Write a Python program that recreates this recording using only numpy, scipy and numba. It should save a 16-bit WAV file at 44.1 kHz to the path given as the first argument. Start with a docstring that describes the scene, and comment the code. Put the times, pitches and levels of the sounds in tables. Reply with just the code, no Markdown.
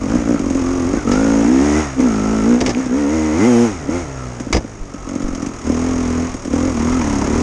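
"""A two-stroke dirt bike rides up a forest trail, heard from the rider's helmet.
Under throttle it fires once per turn of the crank, and the pulses ring the exhaust pipe into a drone;
at small openings it sputters in single pops. Rushing gas rasps, the air intake hums, the gears whine
and the engine's metal rings. Behind it the chain clatters, twigs knock on the helmet, a pebble ticks
off the frame and wind buffets the microphone."""
import sys
import numpy as np
from scipy import signal
from scipy.io import wavfile
from scipy.ndimage import uniform_filter1d
from numba import njit

SR = 44100
rng = np.random.default_rng(int(sys.argv[2]) if len(sys.argv) > 2 else 0)


def wav_record(signal):
    """Record a signal, one row per channel, as 16-bit PCM in the file named by sys.argv[1]."""
    frames = np.transpose(np.atleast_2d(signal))
    bounded = np.clip(frames, -1, 1)
    # unit amplitude maps onto the largest positive 16-bit level
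    quanta = np.round(bounded * 32767).astype(np.int16)
    wavfile.write(sys.argv[1], SR, quanta)


N = 327222
TIME = np.arange(N) / SR

# Wind on the microphone: time_s, level_db
WIND_LEVEL = [(0, -28), (0.95, -29), (1.12, -24), (1.3, -29), (1.7, -38), (2.3, -33), (2.9, -37),
              (3.5, -39), (3.9, -31), (4.2, -36), (4.9, -39), (5.2, -32), (6.45, -32), (6.75, -27),
              (7.42, -24)]
# Jolts that push air at the microphone: start_s, level_db, pitch_hz
JOLTS = [(4.533, -13, 64.5), (4.547, -9, 63.5), (4.563, -14, 63), (4.581, -12.5, 62), (4.809, -17.5, 27.1),
         (5.239, -14, 25.2), (5.28, -39, 24.42), (5.317, -18, 30.2)]
# Tone of the wind (a tone says how strong each frequency is): frequency_hz, gain_db
WIND_TONE = [(4, -34), (18, -8), (32, -3), (50, -6), (80, -10), (150, -12), (400, -12), (2000, -60)]
# Notes of the struck frame and helmet: pitch_hz, level_db, ring_s (time to fade by 60 dB)
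FRAME_NOTES = [(2450, 2, 0.0093), (2860, -10, 0.0093), (4700, -18, 0.02)]
HELMET_NOTES = [(390, 14, 0.017), (615, -3, 0.15), (780, 5, 0.015), (1123, -7, 0.19), (1736, 6.5, 0.037),
                (2140, 3, 0.03), (2340, -3, 0.058), (3930, 8.5, 0.008), (5060, 14.5, 0.017)]
# Twigs hitting the helmet: start_s, crack_db, thud_db, scrape_s
TWIG_HITS = [(1.116, -16, -15, 0.0083), (1.134, -27, -32, 0.015), (1.156, -28, -35, 0.014),
             (2.6057, -19, -43, 0.0073), (2.6116, -16, -8, 0.0073), (2.662, -13.5, -16, 0.011),
             (2.6783, -22, -15, 0.0038), (2.693, -18.5, -23, 0.01), (2.703, -25.5, -23, 0.009),
             (4.5275, -6.5, -38, 0.0027), (4.5305, -9, -33, 0.0057), (4.5425, -23, -19, 0.008),
             (4.548, -20, -12.5, 0.012), (4.56, -28, -16, 0.008), (4.5677, -17, -20, 0.007)]
# Tones of a twig's crack, its thud and the chain: frequency_hz, gain_db
CRACK_TONE = [(150, -33), (500, -27), (1200, 13), (1500, -14), (2100, 13), (3800, -7), (5200, 10),
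              (6500, 5), (8000, -6), (9500, -16.5), (11000, -29)]
THUD_TONE = [(30, -23), (80, -4), (280, 2), (550, -3), (1000, -12.5), (3000, -110)]
CHAIN_TONE = [(400, -24.5), (950, 10), (1550, -3), (2100, 0.5), (3800, -19.5), (6200, -6.5), (11000, -48)]
# Chain clatter over rough ground: time_s, level_db
CHAIN_LEVEL = [(6.4, -64), (6.6, -37), (6.85, -25.5), (7.42, -26.5)]

# Engine speed, in turns of the crank per second: time_s, speed_hz
ENGINE_SPEED = [(0.0, 44.9), (0.06, 43.2), (0.14, 62.0), (0.25, 52.9), (0.35, 58.0), (0.43, 42.1),
                (0.54, 41.4), (0.74, 45.2), (0.85, 42.0), (0.97, 53.1), (1.07, 45.8), (1.22, 55.1),
                (1.45, 56.0), (1.53, 65.5), (1.58, 66.0), (1.65, 73.5), (1.71, 73.3), (1.8, 78.2),
                (1.92, 65.1), (2.03, 65.6), (2.12, 53.2), (2.23, 52.2), (2.34, 55.0), (2.43, 53.4),
                (2.5, 60.0), (2.56, 60.5), (2.64, 66.3), (2.75, 57.8), (2.79, 66.8), (2.91, 60.2),
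                (2.99, 74.0), (3.06, 69.2), (3.15, 80.5), (3.2, 77.6), (3.25, 77.8), (3.32, 75.0),
                (3.37, 82.5), (3.43, 108.5), (3.475, 125.5), (3.554, 116.3), (3.642, 119.7), (3.686, 106.9),
                (3.76, 85.0), (3.86, 65.0), (3.95, 88.0), (4.0, 87.0), (4.08, 67.5), (4.2, 63.0),
                (4.4, 58.0), (4.73, 53.2), (4.83, 47.7), (5.08, 42.5), (5.41, 45.1), (5.62, 38.0),
                (5.89, 43.2), (6.1, 40.5), (6.3, 42.5), (6.45, 38.1), (6.68, 44.9), (6.78, 37.6),
                (6.96, 43.5), (7.05, 36.3), (7.23, 33.8), (7.42, 41.2)]
# Stretches of open throttle; overlapping rows continue one pull with a new tone or loudness:
# start_s, end_s, drone_db, hum_db, rasp_and_ring_db, lower_note_ratio, upper_note_ratio,
# note_width_hz, echo_share. The ratios times engine speed give the pipe's notes.
THROTTLE_STRETCHES = [(-0.03, 0.52, -4.5, -4.5, -3, 5.6, 15, 40, 0),
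                      (0.045, 0.165, -1, 6.5, -1, 3.6, 11, 40, 0.17),
                      (0.223, 0.333, 2, 0.5, -8, 5.6, 7.7, 40, 0.21),
                      (0.486, 0.965, -2.5, -0.5, 0, 6.4, 8, 32, 0.5),
                      (1.036, 1.455, 2, 1.5, 2.5, 4.65, 9.5, 73.4, 0),
                      (1.43, 1.63, 0.5, 1, 1.5, 4.44, 4.67, 60, 0),
                      (1.592, 1.783, -1, -1, 1.5, 3.8, 4.88, 69, 0.039),
                      (1.954, 2.456, -0.5, 1, 0.5, 4.05, 7.4, 32.6, 0),
                      (2.387, 2.547, 1.5, -3, 0, 4.25, 7.5, 36, 0.088),
                      (2.6, 2.666, -6, 2.5, -1.5, 4.2, 9, 32, 0.06),
                      (2.72, 2.79, -3, -10, -1, 4, 7.4, 32, 0),
                      (2.873, 3.427, -3, -8, -3.5, 3.71, 6.8, 36, 0.2),
                      (3.379, 3.635, 1.5, -8.5, -5.5, 2.67, 3.5, 60, 0.12),
                      (3.854, 3.971, -7, -10, -6.5, 3.38, 7, 32, 0.5),
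                      (5.036, 5.482, -9, -10.5, -5.5, 5.6, 7.8, 32, 0.12),
                      (5.617, 6.234, -3, 2, 1, 6.2, 10, 32.8, 0.14),
                      (6.483, 6.688, -1.5, 3.5, 1.5, 6.4, 12, 32, 0.042),
                      (6.722, 7.01, -1.5, 3.5, 2.5, 6.1, 9, 33.3, 0.26),
                      (6.99, 7.27, -1.5, 7, 6, 6, 8, 32, 0.35),
                      (7.226, 7.45, -1, 6.5, 4, 6.7, 10.3, 32, 0.4)]
# How much the engine sputters: time_s, sputter_share (0 is clean running)
SPUTTER_SHARE = [(0, .2), (.09, .75), (.36, .9), (.45, .4), (.62, .08), (.88, .08), (.94, .4), (1.04, 0),
                 (2.6, 0), (2.68, .35), (2.93, 0), (3.8, 0), (4.9, .2), (5.05, .9), (5.5, .9), (5.72, .1),
                 (6.55, .15), (6.8, .05)]
# Lone hard firings of built-up unburnt fuel: time_s, pop_db, knock_db
LONE_POPS = [(0.1541, -31, -32), (0.293, -22, -32.5), (0.3264, -17, -32.5), (0.3986, -17, -30),
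             (0.464, -15, -33), (0.507, -10, -27), (0.5532, -11, -37), (0.5974, -27, -39),
             (0.937, -7.5, -36), (0.972, -13, -36), (1.996, -10.5, -40), (2.0091, -21, -25.5),
             (2.863, -12.5, -31), (3.8896, -9.5, -49), (4.4051, -14.5, -29), (4.469, -16, -43),
             (4.505, -15, -44), (4.646, -18.5, -52), (4.9433, -18, -35.5), (5.095, -26, -31),
             (5.1584, -16, -33), (5.2256, -19, -31), (5.286, -20, -32.5), (5.3549, -31, -28.5),
             (5.427, -13.5, -28.5), (5.4679, -16, -28), (5.699, -7, -45), (6.346, -17, -29),
             (6.455, -15.5, -30), (6.478, -13, -45), (6.5359, -10.5, -45), (6.656, -19, -35)]
# Exhaust with the throttle open: speed_hz, drone_db
OPEN_DRONE = [(34, -19.5), (40, -16.5), (44, -16), (52, -18.5), (56, -16), (61, -12), (68, -13), (75, -15),
              (88, -13), (115, -13)]
# Other engine sounds with the throttle open: speed_hz, hum_db, rasp_db, ring_db
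OPEN_LEVELS = [(36.3, -32.5, -32, -37), (39.5, -28, -31, -34.5), (61, -29, -25, -33),
               (61.1, -35.5, -26.5, -35), (78.8, -18.5, -22, -28.5), (113, -15.5, -16, -24)]
# The engine with the throttle shut: speed_hz, hum_db, rasp_db, ring_db, drone_db
SHUT_LEVELS = [(40.2, -39.5, -36.5, -38.5, -44), (46.5, -37.5, -39.5, -45.5, -38.5),
               (51.3, -38.5, -41, -44.5, -41), (61.4, -27, -33.5, -40.5, -36), (81, -32, -32.5, -38.5, -40)]
# Gear whine, loudest at low pitch and mostly weaker as it rises: pitch_hz, gain_db
WHINE_TONE = [(900, -8), (1200, -9.5), (1360, -15.5), (1550, -18), (2050, -12), (2600, -26)]
# A metal engine part sings: start_s, end_s, first_hz, last_hz, level_db
SINGING_NOTES = [(0.28, 0.433, 1300, 1295, -43), (0.54, 0.92, 1150, 1150, -40.5),
                 (0.953, 1.05, 1600, 1330, -36.5), (1.05, 1.237, 1240, 1450, -29),
                 (1.24, 1.365, 1440, 1370, -33.5), (1.598, 1.816, 890, 930, -35),
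                 (2.04, 2.483, 1306, 1336, -34), (2.914, 3.363, 893, 910, -37),
                 (3.385, 3.488, 2020, 2080, -29), (3.935, 4.016, 2130, 2050, -38),
                 (4.151, 4.275, 1355, 1270, -41), (4.898, 5.627, 1290, 1270, -45.5),
                 (5.795, 6.01, 1250, 1230, -42), (6.89, 7.012, 1300, 1266, -32.5)]
# Tones of the ringing cylinder and the sizzling gas: frequency_hz, gain_db
CYLINDER_TONE = [(2000, -2), (3500, -10), (4300, -14.5), (5000, -5), (5800, 0), (6250, -2.5), (6570, 5.5),
                 (6900, -2.5), (7500, -9), (8500, -11.5), (10000, -21), (11500, -35)]
SIZZLE_TONE = [(5000, -31), (8500, 7), (10000, 1), (11500, -5.5)]
# The sizzle grows near top speed: speed_hz, gain_db
SIZZLE_LEVEL = [(50, -41), (75, -50), (115, -26)]
# Tones of a gas pulse's front and the jet behind it: frequency_hz, gain_db
FRONT_TONE = [(400, -10.5), (650, 7.5), (880, 5), (1100, 1), (1320, 10.5), (1500, 3.5), (1750, -2.5),
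              (2100, -9), (2700, -12), (5000, -51.5)]
JET_TONE = [(100, -40), (300, -14.5), (600, 1.5), (950, -4.5), (1120, -4), (1250, -4), (1360, -5),
            (1480, -9), (1600, -14), (2100, -9), (2700, -17), (3400, -23), (4200, -23), (8000, -39.5),
            (12000, -93)]
# How far the fronts stand out of the jet when pulling hard: speed_hz, gain_db
FRONT_LEVEL = [(42, -4), (54, 1.5), (68, 1), (80, 2), (115, 4)]
# Tones of the air intake, throttle open and shut: frequency_hz, gain_db
OPEN_INTAKE_TONE = [(35, 15), (55, 20), (80, 27), (125, 14), (170, 22), (210, -15), (260, -20), (330, 0),
                    (560, 11), (700, 2)]
SHUT_INTAKE_TONE = [(40, 2), (65, -3), (120, 2.5), (180, -7.5), (250, -25), (330, -16.5), (480, -10),
                    (700, -22)]
# Tones of the exhaust's pops and drone: frequency_hz, gain_db
POP_TONE = [(50, -65.5), (140, -3), (210, 3), (285, 8.5), (345, -2), (420, -15), (540, -4), (720, -24),
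            (2500, -66)]
PIPE_TONE = [(60, -56), (170, -0.5), (215, 8), (255, 13), (300, 8), (360, 2.5), (420, 0), (490, 1.5),
             (560, -2), (680, -25.5), (900, -14), (1400, -4), (3000, -70)]
# Upper limit of the pipe's lower note: speed_hz, pitch_hz
LOWER_NOTE_LIMIT = [(78, 350), (112, 330)]


def amp(db):
    """Turns decibels into a gain."""
    return 10 ** (np.asarray(db) / 20)


def evened(x):
    """Scales a signal to an average (rms) level of 1."""
    return x / np.sqrt(np.mean(x ** 2) + 1e-20)


def local_level(x, size=2200):
    """The level, averaged over a few engine turns."""
    return np.sqrt(abs(uniform_filter1d(uniform_filter1d(x ** 2, size), size)) + 1e-16)


def curve(rows):
    """Joins a table's points in time into one value per sample."""
    return np.interp(TIME, *np.transpose(rows))


def at_speed(rows, column=1):
    """Looks up a column by the engine's speed at every sample."""
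    rows = np.asarray(rows)
    return np.interp(curve(ENGINE_SPEED), rows[:, 0], rows[:, column])


def gain_at(tone, hz):
    """A tone's gain at the given frequencies."""
    frequency_hz, gain_db = np.transpose(tone)
    return amp(np.interp(np.log(hz + 1), np.log(frequency_hz + 1), gain_db))


def response(tone, size=4096):
    """What one click sounds like through a tone (a minimum-phase filter)."""
    log_gain = np.log(gain_at(tone, abs(np.fft.fftfreq(2 * size, 1 / SR))))
    spectrum = np.exp(np.conj(signal.hilbert(log_gain)))
    return np.fft.ifft(spectrum).real[:size]


def colour(x, tone):
    """Filters a sound to give it a tone."""
    return signal.oaconvolve(x, response(tone))[:N]


def colour_noise(x, tone):
    """Gives white noise a tone while keeping its level."""
    return colour(x, tone) / np.linalg.norm(response(tone))


def clicks(times, sizes):
    """One click at each time, of the given size."""
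    out = np.zeros(N)
    np.add.at(out, np.clip(np.round(times * SR).astype(int), 0, N - 1), sizes)
    return out


def puffs(train, decay_s, steady=0):
    """Noise that flares with each click and dies back to a steady level."""
    flare = signal.lfilter([1], [1, -np.exp(-1 / (decay_s * SR))], train)
    return (steady + flare) * rng.standard_normal(N)


def struck(notes):
    """The dying ring of an object after one blow."""
    t = TIME[:4096]
    return sum(amp(db - 60 * t / ring_s) * np.sin(2 * np.pi * hz * t) for hz, db, ring_s in notes)


@njit
def ring_on(x, pole):
    """Keeps a vibration going: at each sample the pole turns it and fades it a little."""
    out, state = np.zeros(len(x)), 0j
    for n in range(len(x)):
        state = state * pole[n] + x[n]
        out[n] = state.real
    return out


def resonate(x, hz, width_hz):
    """Makes a sound ring at a pitch that can slide; a narrower width rings longer."""
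    fade = np.exp(-np.pi * width_hz / SR)
    return 2 * ring_on((1 - fade) * x + 1e-18, fade * np.exp(2j * np.pi * hz / SR))


def wind():
    """Air rumbles on the microphone, with a short swing of pressure at each jolt."""
    air = evened(colour(rng.standard_normal(N), WIND_TONE)) * amp(curve(WIND_LEVEL))
    for start_s, db, hz in JOLTS:
        cycles = np.clip((TIME - start_s) * hz, 0, 8)
        air += amp(db) * np.sin(2 * np.pi * cycles) * np.exp(-cycles ** 2)
    return air


def pebble(start_s=2.7487, level_db=-16.5):
    """A pebble strikes the frame with one short, bright tick."""
    return signal.oaconvolve(clicks(np.array([start_s]), amp(level_db)), struck(FRAME_NOTES))[:N]


def twigs(edge_db=13, blow_db=18):
    """Each twig hits the helmet with a sharp edge, scrapes briefly, rings the shell and thuds."""
    start_s, crack_db, thud_db, _ = np.transpose(TWIG_HITS)
    rub = sum(amp(db) * (TIME >= at) * np.exp(-abs(TIME - at) / scrape_s)
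              for at, db, _, scrape_s in TWIG_HITS)
    scrape = rub * rng.standard_normal(N) + clicks(start_s, amp(crack_db + edge_db))
    crack = colour_noise(scrape, CRACK_TONE)
    shell = struck(HELMET_NOTES)
    softened = signal.sosfilt(signal.butter(4, 7500, fs=SR, output="sos"), scrape)
    ring = signal.oaconvolve(softened, shell / np.linalg.norm(shell))[:N]
    push = puffs(clicks(start_s, amp(thud_db)), decay_s=0.017) + clicks(start_s, amp(thud_db + blow_db))
    thud = colour_noise(push, THUD_TONE)
    return amp(-2) * crack + amp(-3) * ring + amp(-2) * thud


def chain(slaps_per_s=32, spread_db=2):
    """Chain links slap their guide at uneven moments, each a short burst of noise."""
    jitter, strength = rng.standard_normal((512, 2)).T
    times = (np.arange(512) + jitter / 2) / slaps_per_s
    sizes = amp(spread_db * np.clip(strength, -2, 1))
    heard = times < TIME[-1]
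    slaps = puffs(clicks(times[heard], sizes[heard]), decay_s=0.0095)
    return colour_noise(slaps, CHAIN_TONE) * amp(curve(CHAIN_LEVEL))


def crank():
    """Counts the crank's turns and finds when the exhaust port opens, once a turn."""
    wobble = evened(np.interp(TIME * 40, np.arange(4096), rng.standard_normal(4096)))
    turns = np.cumsum(curve(ENGINE_SPEED) * (1 + .002 * wobble)) / SR
    # Nudge the turns so that every lone pop lands on an opening.
    pop_s = np.array(LONE_POPS)[:, 0]
    offsets = np.unwrap(np.interp(pop_s, TIME, turns), period=1)
    turns -= np.interp(TIME, pop_s, offsets)
    return turns, TIME[1:][np.diff(np.floor(turns)) > 0]


def firings(port_s, spread_db=4, jitter_s=0.00058):
    """One firing a turn, uneven in strength and timing when the engine sputters."""
    sputter = np.interp(port_s, *np.transpose(SPUTTER_SHARE))
    strength, timing = rng.standard_normal((1024, 2))[:len(port_s)].T
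    sizes = amp(np.clip(strength, -2, 1) * spread_db * sputter)
    return port_s + jitter_s * sputter * timing, sizes, sputter


def throttle(column, fall_s, swell_db_per_s=0, rise_s=0.049):
    """The gain of one engine sound: each stretch rises, slopes and dies away; the loudest wins."""
    t = TIME[::64]
    gain = np.zeros(len(t))
    for stretch in THROTTLE_STRETCHES:
        start_s, end_s = stretch[:2]
        held_s = np.clip(t - start_s, 0, end_s - start_s)
        shape = np.minimum(held_s / rise_s, 1) * np.exp(-np.maximum(t - end_s, 0) / fall_s)
        gain = np.maximum(gain, shape * amp(stretch[column] + swell_db_per_s * held_s))
    return np.interp(TIME, t, gain)


def engine_levels():
    """Speed and throttle set how loud the drone, open and shut intake, rasp and ring are."""
    shut_hum, shut_rasp, shut_ring, shut_drone = (amp(at_speed(SHUT_LEVELS, c)) for c in (1, 2, 3, 4))
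    open_hum, open_rasp, open_ring = (amp(at_speed(OPEN_LEVELS, c)) for c in (1, 2, 3))
    opening = throttle(column=2, fall_s=0.051)
    drone = np.hypot(amp(at_speed(OPEN_DRONE)) * opening, shut_drone)
    shut_hum *= np.clip(1 - 2 * opening, 0, 1)
    open_hum *= throttle(column=3, fall_s=0.074, swell_db_per_s=3.5)
    open_rasp *= throttle(column=4, fall_s=0.17, swell_db_per_s=2)
    open_ring *= throttle(column=4, fall_s=0.26, swell_db_per_s=-1.5)
    return drone, open_hum, shut_hum, np.maximum(open_rasp, shut_rasp), np.maximum(open_ring, shut_ring)


def gear_whine(beats, level, cycles_per_turn=26.1, width_hz=160):
    """The gears, shaken by the firings, give a rough whine that slides with engine speed."""
    hz = cycles_per_turn * curve(ENGINE_SPEED)
    shake = evened(beats) + 1.3 * rng.standard_normal(N)
    ring = resonate(resonate(shake, hz, width_hz), hz, width_hz)
    return evened(ring) * level * gain_at(WHINE_TONE, hz)


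def singing_metal(beats, width_hz=90, fade_s=0.028):
    """The firings shake a metal part, whose thin note fades in, slides and fades out."""
    notes = np.array(SINGING_NOTES)
    hz = np.interp(TIME, notes[:, :2].ravel(), notes[:, 2:4].ravel())
    swell = sum(amp(db) * np.clip(np.minimum(TIME - start_s, end_s - TIME) / fade_s, 0, 1)
                for start_s, end_s, _, _, db in notes)
    shake = evened(beats) + .4 * rng.standard_normal(N)
    ring = resonate(resonate(shake, hz, width_hz), hz, width_hz)
    return ring / local_level(ring) * swell


def cylinder(fire_s, sizes, level, lead_s=0.0058):
    """Burning fuel and the piston ring the metal just before each pulse; lone pops add a knock."""
    pop_s, _, knock_db = np.transpose(LONE_POPS)
    ring = colour(puffs(clicks(fire_s - lead_s, sizes), decay_s=0.011, steady=0.33), CYLINDER_TONE)
    knock = colour_noise(puffs(clicks(pop_s - lead_s, amp(knock_db)), decay_s=0.011), CYLINDER_TONE)
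    return ring / local_level(ring) * level + knock


def sizzle(beats, level):
    """The fastest gas makes a fine hiss at the mouth of the pipe."""
    hiss = colour(puffs(beats, decay_s=0.004, steady=0.15), SIZZLE_TONE)
    return hiss / local_level(hiss) * level * amp(at_speed(SIZZLE_LEVEL))


def silencer(x, centres_hz=(430, 640, 900), width_hz=220):
    """The silencer's chambers delay some frequencies, smearing each pulse but keeping its tone."""
    fade = np.exp(-np.pi * width_hz / SR)
    for hz in centres_hz:
        feedback = np.array([1, -2 * fade * np.cos(2 * np.pi * hz / SR), fade ** 2])
        x = signal.lfilter(feedback[::-1], feedback, x)
    return x


def gas_rasp(beats, level, drone_level):
    """Each gas pulse has a sharp front, stronger with speed and load, and a noisy jet behind it."""
    sharpness = amp(at_speed(FRONT_LEVEL)) * np.interp(drone_level, amp([-30, -15]), [.55, 1])
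    front = colour(silencer(beats), FRONT_TONE)
    jet = colour(puffs(beats, decay_s=0.026, steady=1), JET_TONE)
    gas = sharpness * front / local_level(front) + jet / local_level(jet)
    return gas / np.hypot(sharpness, 1) * level * amp(-2)


def intake(turns, level, tone):
    """The piston pumps air, firing or not: a smooth hum at the first nine multiples of its speed."""
    hz = curve(ENGINE_SPEED)
    hum = sum(gain_at(tone, k * hz) * np.cos(2 * np.pi * k * turns) for k in range(1, 10))
    return hum / local_level(hum) * level


def latest_stretch(times, column):
    """One column of the most recent stretch of open throttle at each time."""
    stretches = np.array(THROTTLE_STRETCHES)
    return stretches[np.searchsorted(stretches[:, 0], times) - 1, column]


def pipe(port_s, pulse_s, sizes):
    """Gas pulses, and their echoes half a turn later, ring two notes in the pipe's wide chamber."""
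    speed_hz = curve(ENGINE_SPEED)
    lower_ratio, upper_ratio, width_hz = (latest_stretch(TIME, c) for c in (5, 6, 7))
    echoes = clicks(pulse_s + np.gradient(port_s) / 2, sizes * latest_stretch(port_s, column=8))
    pulses = clicks(pulse_s, sizes) + echoes
    lower = resonate(pulses, np.minimum(lower_ratio * speed_hz, at_speed(LOWER_NOTE_LIMIT)), width_hz)
    upper = resonate(pulses, upper_ratio * speed_hz, width_hz)
    return colour(pulses + 2.38 * lower + 2.2 * upper, PIPE_TONE)


def exhaust(port_s, fire_s, sizes, sputter, level):
    """A run of clean firings builds a drone in the pipe; sputters and lone firings just pop."""
    even_running = local_level(pipe(port_s, port_s, sizes=0.82))
    drone = pipe(port_s, fire_s, sizes * (1 - sputter)) / even_running * level
    pop_s, pop_db, _ = np.transpose(LONE_POPS)
    pops = clicks(pop_s, amp(pop_db)) + clicks(fire_s, sizes * sputter) * level * amp(7)
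    return drone + colour(pops, POP_TONE) / abs(response(POP_TONE)).max()


def scene():
    """Mixes the engine, chain, twigs, pebble and wind into one channel."""
    turns, port_s = crank()
    fire_s, sizes, sputter = firings(port_s)
    drone_level, open_level, shut_level, gas_level, ring_level = engine_levels()
    beats = clicks(fire_s, 0.2)
    engine = exhaust(port_s, fire_s, sizes, sputter, drone_level)
    engine += intake(turns, open_level, OPEN_INTAKE_TONE)
    engine += intake(turns, shut_level, SHUT_INTAKE_TONE) * amp(-0.5)
    engine += gas_rasp(beats, gas_level, drone_level) + sizzle(beats, gas_level)
    engine += gear_whine(beats, gas_level) + singing_metal(beats) + cylinder(fire_s, sizes, ring_level)
    return (engine + chain() + twigs() + pebble() + wind())[None]


def record(dry):
    """Rounds off the loudest peaks and cuts the highest treble."""
    limited = dry / (1 + (dry / .8) ** 8) ** (1 / 8)
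    treble_cut = signal.firwin(255, 11700, window=("kaiser", 9), fs=SR)
    return signal.oaconvolve(limited, treble_cut[None], "same")


dry = scene()
out = record(dry)
wav_record(out)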